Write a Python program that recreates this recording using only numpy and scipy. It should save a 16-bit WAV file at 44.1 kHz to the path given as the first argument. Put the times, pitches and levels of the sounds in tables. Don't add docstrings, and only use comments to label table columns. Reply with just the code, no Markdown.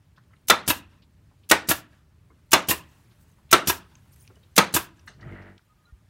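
import sys
import numpy as np
from scipy import signal
from scipy.io import wavfile
from scipy.ndimage import uniform_filter1d, map_coordinates

SR = 44100
rng = np.random.default_rng(int(sys.argv[2]) if len(sys.argv) > 2 else 0)


def convert_level_to_amplitude(level_db):
    exponent = np.asarray(level_db, float) / 20
    return 10 ** exponent


def store_pcm(level_fs):
    pcm = np.round(np.clip(level_fs, -1, 1) * 32767).astype(np.int16)
    wavfile.write(sys.argv[1], SR, np.atleast_2d(pcm).T)


N = 268965


def evened(x):
    return x / np.sqrt(np.mean(x ** 2) + 1e-20)


def smooth_noise(count, size):
    return evened(uniform_filter1d(rng.standard_normal(count), size=size))


def read(points, hz):
    f, value = np.transpose(points)
    return np.interp(np.log(hz + 1), np.log(f + 1), value)


def level(points):
    s, db = np.transpose(points)
    return convert_level_to_amplitude(np.interp(np.arange(N) / SR, s, db))


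def add(mix, s, sound):
    part = mix[round(s * SR):][:len(sound)]
    part += sound[:len(part)]


def above(x, hz):
    return signal.sosfilt(signal.butter(N=4, Wn=hz / (SR / 2), btype="high", output="sos"), x)


def swell(count, rise, t60, hold=0.):
    t = np.arange(count) / SR
    return (1 - np.exp(-t / rise)) * convert_level_to_amplitude(-60 * np.maximum(t - hold, 0) / t60)


def hiss(colour, count, t60=None, patchy_db=0., size=128):
    frames, hz = 4 * count // size + 5, np.fft.rfftfreq(size, 1 / SR)
    a, b, patches = rng.standard_normal((frames, len(hz), 3)).T
    patches = uniform_filter1d(patches, size=5, axis=0)
    patches = evened(uniform_filter1d(patches, size=7, axis=1))
    shape = convert_level_to_amplitude(read(colour, hz))[:, None]
    z = (a + 1j * b) * shape * convert_level_to_amplitude(patchy_db * patches)

    def to_sound(v):
        return signal.istft(v, nperseg=size, noverlap=3 * size // 4)[1][:count]

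    rms = np.std(to_sound(z))
    if t60:
        t = np.arange(frames) * size / 4 / SR
        z = z * convert_level_to_amplitude(-60 * t / read(t60, hz)[:, None])
    return to_sound(z) / rms


def ring(modes, t60, rough, hold=0., count=12000):
    t, out = np.arange(count) / SR, 0
    clear = np.exp(-(t / .028) ** 2)
    for hz, width, db in modes:
        r = np.exp(-np.pi * np.clip(2 * width, 90, 400) / SR)
        a, b = signal.lfilter([1], [1, -2 * r, r * r], rng.standard_normal((2, 2 * count)))[:, count:]
        waver = clear + rough * (1.12 - clear) * (a + .4j * b) / np.std(a)
        tone = waver * np.exp(2j * np.pi * (hz * t + rng.random()))
        fall = convert_level_to_amplitude(db - 60 * np.maximum(t - hold, 0) / read(t60, hz))
        out = out + fall * np.sqrt(np.clip(width, 30, 250)) * tone.real
    return out / np.std(out[:700])


def thump(hz, cycles, count=8000):
    u = np.arange(count) / SR * hz
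    return np.sqrt(2) * np.sin(2 * np.pi * u) * (1 - np.exp(-u / 0.55)) * np.exp(-u / cycles)


def pop(count=2500):
    t = np.arange(count) / SR
    clack = np.exp(-t / 0.00027) * np.sin(2 * np.pi * 950 * t) * 0.19
    return clack - np.exp(-t / 0.00089) * np.sin(2 * np.pi * 150 * t)


def touch(s, db, hz, width, t60, rise):
    share = width / hz
    colour = [(hz / (1 + 2.5 * share), -30), (hz / (1 + .6 * share), -4), (hz, 0),
              (hz + width / 2, -4), (hz + 1.5 * width, -30), (8 * hz, -75)]
    return s, convert_level_to_amplitude(db) * hiss(colour, count=6000, patchy_db=1, size=256) * swell(6000, rise, t60)


def touches(mix, rows, share, t60, rise):
    for s, db, hz in rows:
        add(mix, *touch(s, db, hz, share * hz, t60, rise))


def chink(s, db, hz, t60, rise):
    t = np.arange(3000) / SR
    return s, convert_level_to_amplitude(db + 2) * np.sin(2 * np.pi * hz * t) * swell(3000, rise, t60, 0.003)


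# pitch_hz, level_db
TRAFFIC_COLOUR = [(12, -51.5), (20, -22), (41, -3), (92, 4), (157, -5), (198, -9.5), (248, -13),
                  (433, -23.5), (528, -30), (600, -20.5), (780, -46), (1320, -120)]
AIR_COLOUR = [(180, -40.5), (300, -6.5), (511, -12), (565, -16), (885, -9), (1060, -10.5), (1690, -12.5),
              (16000, -28.5)]
LEAF_COLOUR = [(2500, -32), (6000, -5), (9000, -1.5), (13000, -5.5), (16000, -3.5)]
# time_s, level_db
TRAFFIC_LEVEL = [
    (0, -63.5),
    (.5, -59),
    (2., -62),
    (3., -60),
    (4.3, -59),
    (4.9, -64.5),
    (5.2, -52),
    (5.45, -72),
    (5.6, -66.5),
    (6.1, -62.5),
]
# time_s, level_db
LEAF_STIR = [(0, -84.5), (.4, -81), (.9, -86.5), (1.4, -80), (2.1, -85), (2.5, -79.5), (2.9, -69.5),
             (3.5, -78), (4.1, -72), (4.4, -73.5), (4.95, -80), (5.4, -81), (6.1, -80)]
# middle_s, length_s, level_db
FROND_SWISHES = [
    (3.22, 0.086, -66),
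    (3.306, .1, -70),
    (4.134, 0.038, -54.5),
    (4.22, 0.17, -59),
]


def background():
    stir = level(LEAF_STIR)
    rustle, air = stir.copy(), convert_level_to_amplitude(-70.5) + convert_level_to_amplitude(5) * stir
    for s, length, db in FROND_SWISHES:
        add(rustle, s - length / 2, convert_level_to_amplitude(db) * np.hanning(round(length * SR)))
    rumble = level(TRAFFIC_LEVEL) * convert_level_to_amplitude(3.5) * hiss(TRAFFIC_COLOUR, count=N, patchy_db=-0.2, size=2048)
    breeze = air * convert_level_to_amplitude(-5.0) * hiss(AIR_COLOUR, count=N, patchy_db=1.5, size=512)
    leaves = rustle * convert_level_to_amplitude(-2.5) * hiss(LEAF_COLOUR, count=N, patchy_db=5.5, size=256)
    return rumble + breeze + leaves


# start_s, level_db, pitch_hz
GRIT_TICKS = [(.162, -60, 2600), (.18, -52, 1500), (.181, -60, 4200), (.238, -66, 3000), (0.306, -68, 1500),
              (.337, -55.5, 2100), (.366, -60, 2900), (4.277, -52, 3500), (5.0726, -52, 1850),
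              (5.0778, -44, 1750), (5.082, -52, 1400), (5.088, -54, 8400), (5.096, -55, 3940)]


def grit(mix):
    touches(mix, GRIT_TICKS, share=0.65, t60=0.016, rise=.0004)


# start_s, level_db, pitch_hz
HAND_SCUFFS = [(.163, -62, 3808), (.175, -54, 1290), (.305, -62, 1308), (.33, -59.5, 1588),
               (1.0196, -58, 3500), (1.3111, -62, 900), (1.4317, -60.5, 3220), (2.2998, -57.5, 1092),
               (3.1092, -62, 3502), (3.384, -60.5, 1100), (3.492, -55, 2986), (4.298, -57, 1157),
               (4.362, -60, 1400), (4.429, -63.5, 3377), (5.194, -62, 1570), (5.208, -58, 4330),
               (5.418, -62, 4305), (4.245, -61.5, 2470)]


def scuffs(mix):
    touches(mix, HAND_SCUFFS, share=0.7, t60=0.096, rise=0.0023)


# start_s, level_db, pitch_hz
STRUCK_NOTES = [(.177, -57, 1490), (.179, -58, 1050), (.332, -62, 1310), (.334, -59.5, 2040),
                (2.3, -65, 1110), (2.302, -64.5, 2140), (4.3, -61, 1400), (4.303, -49.5, 379),
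                (4.357, -61.5, 2950), (4.362, -68, 1367), (4.368, -62, 420), (4.43, -64, 3200),
                (4.431, -64, 3740), (5.075, -48, 1253), (5.076, -48, 1610), (5.075, -45.5, 2010),
                (5.076, -54, 3670), (5.076, -51, 4270), (5.208, -64, 4700), (5.207, -62, 2950),
                (5.194, -63, 1260), (5.258, -49, 650), (5.28, -50, 1280)]


def struck_notes(mix):
    for row in STRUCK_NOTES:
        add(mix, *chink(*row, t60=0.054, rise=.0015))


# start_s, level_db, pitch_hz
LIGHT_TICKS = [
    (.36, -61, 3720),
    (3.953, -49.5, 6400),
    (3.9535, -46, 2800),
    (4.162, -54, 1993),
    (4.276, -50.5, 5600),
    (4.2765, -50, 2670),
    (4.269, -59.5, 3000),
    (4.972, -63, 6800),
    (4.9945, -54, 5630),
    (4.995, -51.5, 2710),
]


def light_ticks(mix):
    touches(mix, LIGHT_TICKS, share=0.23, t60=0.018, rise=0.000515)


# start_s, level_db, pitch_hz
TRIGGER_CLICKS = [
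    (.472, -44.5, 9850),
    (.478, -44, 9000),
    (1.4908, -33, 11000),
    (1.495, -32, 6945),
    (2.5095, -39, 8860),
    (2.515, -37, 7013),
    (3.5075, -40.5, 2486),
    (3.511, -40, 5960),
    (4.5575, -38.5, 8950),
    (4.56, -41, 5500),
]


def trigger(mix):
    touches(mix, TRIGGER_CLICKS, share=1.5, t60=0.016, rise=.0003)


# pitch_hz, level_db
PUFF_COLOUR = [(120, -33.5), (200, -1.5), (1710, -13.5), (2860, -3), (4770, -10.5), (6280, 0.5), (7970, -7),
               (11500, -6), (16000, -7)]
LEAK_COLOUR = [(1500, -30), (4000, -4.5), (7000, 1.5), (11000, -7.5), (16000, -15)]
# valve_opens_s, puff_db, nose_burst_db
VALVE_OPENINGS = [
    (0.4829, -23.5, -24.5),
    (1.4978, -24, -29),
    (2.517, -23, -24.5),
    (3.5123, -22.5, -24),
    (4.5629, -22, -24),
]


def valve(s, puff_db, nose_db, strike_s):
    out = np.zeros(4000)
    add(out, .002, convert_level_to_amplitude(puff_db - 12) * hiss(LEAK_COLOUR, count=400) * swell(400, 0.0022, 0.038))
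    puff = swell(1500, .0012, .03, .0045) + convert_level_to_amplitude(-13) * swell(1500, .003, .2)
    add(out, .005, convert_level_to_amplitude(puff_db + 2.5) * above(hiss(PUFF_COLOUR, count=1500, patchy_db=0.5), 880) * puff)
    add(out, .008, convert_level_to_amplitude(puff_db - 0.5) * pop())
    burst = hiss(LEAF_COLOUR, count=2500) * swell(2500, .0004, 0.059, .003)
    add(out, 0.0044 + strike_s - s, convert_level_to_amplitude(nose_db) * burst)
    return s - .005, out


# start_s, ring_db, crack_db, crash_db
SHOT_BLOWS = [
    (0.498, -8, -8.5, -7),
    (1.5113, -12, -8, -6),
    (2.5303, -9.5, -7, -5),
    (3.527, -7, -7.5, -3.5),
    (4.578, -10, -7.5, -5.5),
]
# pitch_hz, level_db
PLANK_MODES = [
    [(400, -15), (624, -14.5), (1050, -8), (1255, -2.5), (1370, 1.5), (1710, -9.5), (1850, -11),
     (1990, -5.5), (2380, -12.5), (2650, -9), (2920, -11.5), (3300, -12), (3550, -2.5), (4050, -5.5)],
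    [(316, -0.5), (615, 1), (935, -5), (1250, -0.5), (1480, 2), (1890, 2), (2330, -7), (2650, -8),
     (2960, -9), (3300, -14.5), (3600, -15), (3910, -12.5)],
    [(355, -1.5), (644, -1), (918, -1.5), (1153, 0), (1260, -3.5), (1560, -6), (1960, -9.5), (2230, -8),
     (2570, -5.5), (2850, -5.5), (3270, -8.5), (3450, -3), (3990, -6), (4150, -7.5)],
    [(363, -3), (662, -7.5), (1140, -5), (1340, 2.5), (1550, -4), (2030, -11.5), (2210, -9), (2700, -11.5),
     (2950, -13), (3380, -14.5), (3630, -9.5), (3960, -10), (4270, -12)],
    [(199.3, -2), (299.3, -4.5), (460, -5), (921, -2.5), (1135, -5.5), (1360, 0), (1637, -7), (1950, -6),
     (2240, -6), (2700, -8), (3040, -16.5), (3320, -9), (3580, -4), (4250, -8)],
]
# pitch_hz, t60_s
WOOD_FALL = [(200, 0.06), (330, .06), (620, 0.035), (1300, .08), (2500, 0.058), (4000, 0.06)]
# pitch_hz, level_db
CRASH_COLOUR = [(100, -14.5), (300, -6), (1000, -0.5), (2200, -5.5), (3500, -13), (5000, -15.5),
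                (9000, -18.5), (12700, -22.5), (16000, -29)]
CRACK_COLOUR = [(800, -19.5), (3000, -3), (8000, -6), (16000, -14)]
# pitch_hz, t60_s
CRASH_FALL = [(100, 0.22), (1000, 0.14), (4000, 0.12), (9000, 0.044), (15000, 0.05)]
# pitch_hz, width_hz, level_db
BLADE_MODES = [(5500, 930, -3), (6870, 260, -1), (8630, 420, -4.5), (11000, 290, -11), (13260, 350, -5.5)]
# pitch_hz, t60_s
BLADE_FALL = [(5000, .014), (15000, .012)]


def crash_noise(patchy_db, rise, t60):
    return hiss(CRASH_COLOUR, count=9000, t60=CRASH_FALL, patchy_db=patchy_db) * swell(9000, rise, t60)


def shot(s, ring_db, crack_db, crash_db, plank):
    out = np.zeros(16000)
    press_s, let_go_db = .016, -7.5
    ringing_on = convert_level_to_amplitude(let_go_db) * swell(9000, 0.0013, 5.5)
    press = ringing_on + (1 - convert_level_to_amplitude(let_go_db)) * swell(9000, 0.003, 0.022, press_s)
    modes = [(hz, 58, db) for hz, db in plank]
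    add(out, 0, convert_level_to_amplitude(ring_db + 0.5) * ring(modes, WOOD_FALL, 0.55, press_s, count=9000) * press)
    for after, db in ((0, -4), (.009, -7.5)):
        add(out, after, convert_level_to_amplitude(crash_db + db - 1.0) * above(crash_noise(3.0, 0.0004, 4.0), 150))
    add(out, 0, convert_level_to_amplitude(-36) * thump(84, 3.3))
    add(out, 0, convert_level_to_amplitude(ring_db - 17.0) * thump(195, 2.4))
    snap = swell(900, .0001, .012, .0008) + convert_level_to_amplitude(-12) * swell(900, .0005, .05)
    for after, db in ((.0026, 3.5), (.0062, -1.5)):
        add(out, after, convert_level_to_amplitude(crack_db + db) * hiss(CRACK_COLOUR, count=900) * snap)
        add(out, after, convert_level_to_amplitude(crack_db + db - 17.5) * ring(BLADE_MODES, BLADE_FALL, 0.32, count=1000))
    return s, out


# pitch_hz, level_db, t60_s
LINGER_MODES = [
    [(934, -2.5, 0.21), (1303, -0.5, 0.33), (1890, -14, 0.12), (2363, -11, 0.24), (3569, -3.5, 0.18),
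     (4000, -10, 0.3)],
    [(930, -1.5, 0.16), (1491, -0.5, 0.22), (1860, 0, 0.16), (2320, -8, 0.24), (2510, -6, 0.17),
     (3620, -11.5, 0.2)],
    [(645, -7, 0.19), (904, -4.5, 0.074), (1593, -0.5, 0.086), (1992, -20.5, 0.34), (3494, 0.5, 0.07),
     (4172, -11.5, 0.15)],
    [(335, -11.5, 0.22), (980, -10.5, 0.16), (1340, -0.5, 0.082), (1922, -11.5, 0.16), (2751, -21.5, 0.16),
     (3908, -15.5, 0.13)],
    [(1273, 2, 0.075), (1550, -17.5, 0.25), (2300, -18.5, 0.17), (2697, -38.5, 5.0), (3591, -33, 5.0),
     (4040, -17.5, 0.16)],
]
LINGER_LEVEL = [-26, -30.5, -25, -24.5, -18.5]


def linger(s, level_db, modes):
    t, out = np.arange(9000) / SR, 0
    for hz, db, t60 in modes:
        beat = 1 + .6 * np.sin(2 * np.pi * (rng.uniform(15, 40) * t + rng.random()))
        tone = np.sin(2 * np.pi * (hz * t + rng.random()))
        out = out + convert_level_to_amplitude(db) * beat * tone * swell(9000, 0.0058, np.clip(t60, .05, .18), hold=0.031)
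    return s, convert_level_to_amplitude(level_db) * out


# exhaust_opens_s, knock_db, leak_db, blast_db
EXHAUST_RELEASES = [
    (.677, -20.5, -46, -22.5),
    (1.6866, -20.5, -44.5, -21.5),
    (2.685, -21.5, -49, -22.5),
    (3.672, -21.5, -48.5, -22.5),
    (4.739, -21, -47.5, -22),
]
# pitch_hz, level_db
GUN_BODY = [
    [(301, -0.5), (990, -2), (1350, -3.5), (1680, -2.5), (2070, -8), (2620, 0.5), (2850, -3.5),
     (3210, -17.5), (3810, -2)],
    [(307, -4), (650, -11.5), (942, -7.5), (1380, -4.5), (1680, -1.5), (1850, -2), (2380, -13),
     (2620, -4.5), (2860, -6), (3650, -6)],
    [(307, -3.5), (840, -18), (1010, -2), (1470, -11.5), (1850, 3), (2480, -5), (2760, 1.5), (3340, -11),
     (3700, -8)],
    [(355, -4.5), (985, -3.5), (1330, -6.5), (1660, -5.5), (1860, -11), (2450, -20), (2620, -10.5),
     (2910, -12), (3570, -7)],
    [(328, -4), (985, -3.5), (1260, -7), (1430, -8.5), (1610, -5), (2370, -17), (2560, -11), (2910, -16),
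     (3510, -9.5)],
]
# pitch_hz, t60_s
BODY_FALL = [(300, 0.071), (1000, 0.086), (1800, 0.085), (3600, 0.071)]
# pitch_hz, level_db
EXHAUST_COLOUR = [(300, -19.5), (1200, -6.5), (2200, -12), (2700, -4.5), (3400, -6.5), (5500, -6.5),
                  (8000, -6.5), (10500, -7), (12100, -4), (16000, -8.5)]


def release(s, knock_db, leak_db, blast_db, grip):
    out = np.zeros(14000)
    home_s, drain_s = .0243, 0.11
    add(out, .004, convert_level_to_amplitude(leak_db) * hiss(LEAK_COLOUR, count=750) * signal.windows.tukey(750, .7))
    drain = swell(12000, 0.0038, 0.27) * swell(12000, .001, .12, drain_s)
    blow = swell(12000, 0.0012, 0.042, home_s + 0.0066) + convert_level_to_amplitude(-3) * drain
    add(out, .02, convert_level_to_amplitude(blast_db) * hiss(EXHAUST_COLOUR, count=12000, patchy_db=2.5) * blow)
    add(out, .02, convert_level_to_amplitude(-24.5) * hiss(EXHAUST_COLOUR, count=600) * swell(600, 0.00053, .02))
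    add(out, .02, convert_level_to_amplitude(-10.5) * pop())
    add(out, .0312, convert_level_to_amplitude(-3.5) * pop())
    held = [(hz, 53, db) for hz, db in grip]
    knock = ring(held, BODY_FALL, 0.95, 0.0042) * swell(12000, 0.00095, 1.6)
    add(out, .02 + home_s, convert_level_to_amplitude(knock_db + 1.5) * knock)
    add(out, .02 + home_s, convert_level_to_amplitude(knock_db - 2.5) * above(crash_noise(0.0, 0.00011, 11.0), 196.0))
    for after in (.001, .0045):
        bounce = above(hiss(CRASH_COLOUR, count=500), 590) * swell(500, .0002, .012)
        add(out, 0.023 + home_s + after, convert_level_to_amplitude(knock_db) * bounce)
    add(out, .018, convert_level_to_amplitude(-33.5) * thump(77.9, 3.5))
    return s - .02, out


# pitch_hz, width_hz, level_db
PORT_WHISTLES = [
    [(5600, 29, -5), (11200, 25, -2.5), (12800, 29, 3), (13800, 43, -4)],
    [(6210, 34, -6.5), (11700, 37, 0), (12800, 62, -1), (14400, 36, -1.5)],
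    [(6960, 45, 0), (10900, 35, -2), (12900, 130, 5), (14200, 110, 2)],
    [(5660, 25, -1), (9260, 34, -2), (12200, 45, 5), (13700, 62, -6)],
    [(7940, 28, -3), (11800, 31, -3), (12600, 28, -3), (14600, 84, -10)],
]


def jet(s, blast_db, peaks):
    t, out = np.arange(5000) / SR, 0
    for hz, width, db in peaks:
        r = np.exp(-np.pi * np.clip(width, 25, 200) / SR)
        a, b = signal.lfilter([1], [1, -r], rng.standard_normal((2, 10000)))[:, 5000:]
        fuzz = .6 + 0.89 * (a + 1j * b) / np.std(a)
        out = out + convert_level_to_amplitude(db) * (fuzz * np.exp(2j * np.pi * (hz * t + rng.random()))).real
    return s, convert_level_to_amplitude(blast_db - 12) * out * swell(5000, .006, .05, hold=.034)


# start_s, level_db, pitch_hz
DRY_SNAPS = [
    (5.5788, -50, 3300),
    (6.8, -48, 6900),
    (6.5, -44, 12100),
    (5.592, -54, 1300),
    (4.16, -52, 9400),
    (4.3557, -58, 5100),
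    (3.953, -53, 4700),
    (1.489, -50, 1800),
]


def snaps(mix):
    touches(mix, DRY_SNAPS, share=1.1, t60=0.018, rise=0.00074)


# start_s, level_db, pitch_hz
HOSE_BUMPS = [
    (2.305, -49.5, 292),
    (4.307, -54, 388),
    (4.365, -55, 396),
    (4.42, -60, 400),
    (5.09, -50, 555),
    (5.25, -58, 620),
]


def hose(mix):
    touches(mix, HOSE_BUMPS, share=0.65, t60=0.11, rise=.008)


# delay_s, level_db, pitch_hz, width_hz, t60_s
SWITCH_PARTS = [
    (0.0011, -52, 1300, 1100, 0.24),
    (0.0016, -60, 4800, 2500, 0.35),
    (0.006, -44, 1560, 860, 0.058),
    (0.0055, -53.5, 3900, 630, 0.14),
    (0.0045, -55, 6100, 1200, 0.12),
    (0.0033, -63, 8400, 1400, 0.2),
    (.004, -62, 14000, 5500, 0.054),
    (0.0025, -56, 2850, 240, 0.21),
]


def pressure_switch(mix):
    seep = np.hanning(round(0.024 * SR))
    add(mix, 5.056, convert_level_to_amplitude(-61) * hiss(LEAF_COLOUR, count=len(seep), patchy_db=5) * seep)
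    for delay, db, hz, width, t60 in SWITCH_PARTS:
        add(mix, *touch(5.071 + delay, db, hz, width, t60, rise=.0013))


# start_s, level_db, pitch_hz
METAL_CHINKS = [
    (5.227, -49, 1280),
    (5.228, -44.5, 1915),
    (5.322, -46, 2100),
    (5.364, -46, 1945),
    (5.385, -46, 1955),
    (5.854, -60.5, 4000),
    (5.135, -64, 4260),
    (5.1, -59.5, 6310),
    (5.078, -44, 1780),
]


def metal_chinks(mix):
    for row in METAL_CHINKS:
        add(mix, *chink(*row, t60=0.043, rise=.0015))


# time_s, shaft_hz, level_db
MOTOR_RUN = [
    (5.171, 50.37, -63),
    (5.228, 49.66, -47.5),
    (5.267, 50.37, -44.5),
    (5.302, 48.2, -41),
    (5.356, 47.8, -42),
    (5.509, 48.13, -47.5),
    (5.552, 48, -53.5),
    (5.586, 48.3, -61.5),
    (5.6, 47.4, -74),
]
# multiple_of_shaft, level_db
SHAFT_TONES = [(1, -5.5), (2, -1), (3, -14), (4, -4), (5, -12), (6, -17), (7, -8.5), (8, -18), (9, -14.5),
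               (10, -18)]
# pitch_hz, level_db
CHUG_COLOUR = [(260, -20), (450, -4), (480, -18), (571, 2), (800, -6), (900, -2), (1100, -11), (1500, -0.5),
               (1700, -4), (1930, 2), (2100, -8), (2300, -7), (2550, -16), (2850, -12.5), (3200, -22),
               (5200, -35), (8800, -120)]


def compressor():
    s, *columns = np.transpose(MOTOR_RUN)
    t = np.arange(s[0], s[-1], 1 / SR)
    hz, db = (np.interp(t, s, c) for c in columns)
    turns = np.cumsum(hz * (1 + .005 * smooth_noise(len(t), 1500))) / SR

    def tone(k):
        return np.cos(2 * np.pi * (k * turns + rng.random()))

    low = sum(convert_level_to_amplitude(d + 3 * smooth_noise(len(t), 1400)) * tone(k) for k, d in SHAFT_TONES)
    scatter = 2.5 * rng.standard_normal(100)
    high = sum(convert_level_to_amplitude(read(CHUG_COLOUR, k * hz.mean()) + scatter[k]) * tone(k) for k in range(11, 100))
    pulse = 0.33 + np.exp(-(turns % 1) / 0.43)
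    rattle = hiss(CHUG_COLOUR, count=len(t), patchy_db=3.0, size=256) * pulse
    low, high = (v * convert_level_to_amplitude(2.2 * smooth_noise(len(t), 1200)) for v in (low, high))
    mix = evened(low) + convert_level_to_amplitude(-9.5) * evened(high) + convert_level_to_amplitude(-12) * evened(rattle)
    return s[0], convert_level_to_amplitude(db) * evened(mix) * signal.windows.tukey(len(t), .1)


# start_s, level_db, pitch_hz, length_cycles
LOW_BUMPS = [
    (5.257, -40, 59, .63),
    (5.259, -29.5, 130, 2.04),
    (5.307, -34, 110, 0.99),
    (5.923, -26.5, 55.9, 0.55),
]


def low_bumps(mix):
    for s, db, hz, cycles in LOW_BUMPS:
        add(mix, s, convert_level_to_amplitude(db) * thump(hz, cycles))


# start_s, length_s, pitch_hz, level_db
BIRD_NOTES = [
    (5.688, 0.052, 1247, -65),
    (5.766, 0.075, 1243, -71),
    (5.836, .032, 1236, -68),
    (5.858, 0.057, 1411, -64),
    (5.883, 0.033, 1231, -68),
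    (5.887, 0.041, 1841, -73),
    (5.94, 0.094, 1211, -79),
]


def whistle(s, length, hz, db):
    t = np.arange(0, length, 1 / SR)
    return s, convert_level_to_amplitude(db + 1.5) * np.sin(2 * np.pi * hz * t) * signal.windows.tukey(len(t), .6)


# pitch_hz, t60_s
YARD_FALL = [(100, 0.66), (260, 0.4), (500, 0.3), (2000, 0.32), (4200, 0.25), (6000, 0.21), (15000, 0.13)]


def yard(x):
    taps = np.zeros(SR // 2)
    at = np.arange(200, len(taps) - 20, 20)
    taps[at + rng.integers(0, 20, len(at))] = rng.choice([-1., 1.], len(at))
    hz, t, z = signal.stft(taps, SR, nperseg=256)
    hz = hz[:, None]
    house = convert_level_to_amplitude(-30 - 1.6 * hz / 1000) * np.exp(-((t - .22) / 0.009) ** 2)
    roofs = convert_level_to_amplitude(-35.5 - 1.3 * hz / 1000) * np.exp(-((t - .26) / 0.048) ** 2)
    far = (house + roofs) * np.clip(hz / 800, 0, 1) ** 2
    tail = signal.istft(z * (convert_level_to_amplitude(-60 * t / read(YARD_FALL, hz)) + far), SR, nperseg=256)[1]
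    return signal.fftconvolve(x, tail / np.linalg.norm(tail))[:N]


def scattered(x):
    drift = uniform_filter1d(rng.standard_normal(N), size=400)
    sway = evened(uniform_filter1d(drift, size=400))
    return map_coordinates(x, [np.arange(N) + .0003 * SR * sway], order=3)


def scene():
    near, rest = np.zeros(N), background()
    for contacts in (grit, scuffs, struck_notes, light_ticks, trigger):
        contacts(near)
    for row, plank, air, modes, db in zip(SHOT_BLOWS, PLANK_MODES, VALVE_OPENINGS, LINGER_MODES, LINGER_LEVEL):
        add(near, *valve(*air, row[0]))
        add(near, *shot(*row, plank))
        add(near, *linger(row[0], db, modes))
    for row, grip, peaks in zip(EXHAUST_RELEASES, GUN_BODY, PORT_WHISTLES):
        add(near, *release(*row, grip))
        add(near, *jet(row[0], row[3], peaks))
    for contacts in (snaps, hose, pressure_switch, metal_chinks):
        contacts(near)
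    add(rest, *compressor())
    low_bumps(rest)
    for row in BIRD_NOTES:
        add(rest, *whistle(*row))
    turn = np.arange(N) / SR * 2 // 1 % 3
    echoes = sum(yard(near * (turn == k)) for k in range(3))
    return (near + convert_level_to_amplitude(-16.0) * scattered(echoes) + rest)[None]


def low_pass(x):
    return signal.sosfilt(signal.butter(12, 16810, fs=SR, output="sos"), x)


def record(dry):
    ceiling = 0.8
    x = ceiling * np.tanh(dry / ceiling)
    x = signal.lfilter(*signal.butter(N=2, Wn=55 / (SR / 2), btype="high"), x)
    top_cut = signal.firwin(numtaps=401, cutoff=15900, window="blackman", fs=SR)
    x = signal.oaconvolve(x, top_cut[None], "same")
    return low_pass(x)


dry = scene()
out = record(dry)
store_pcm(out)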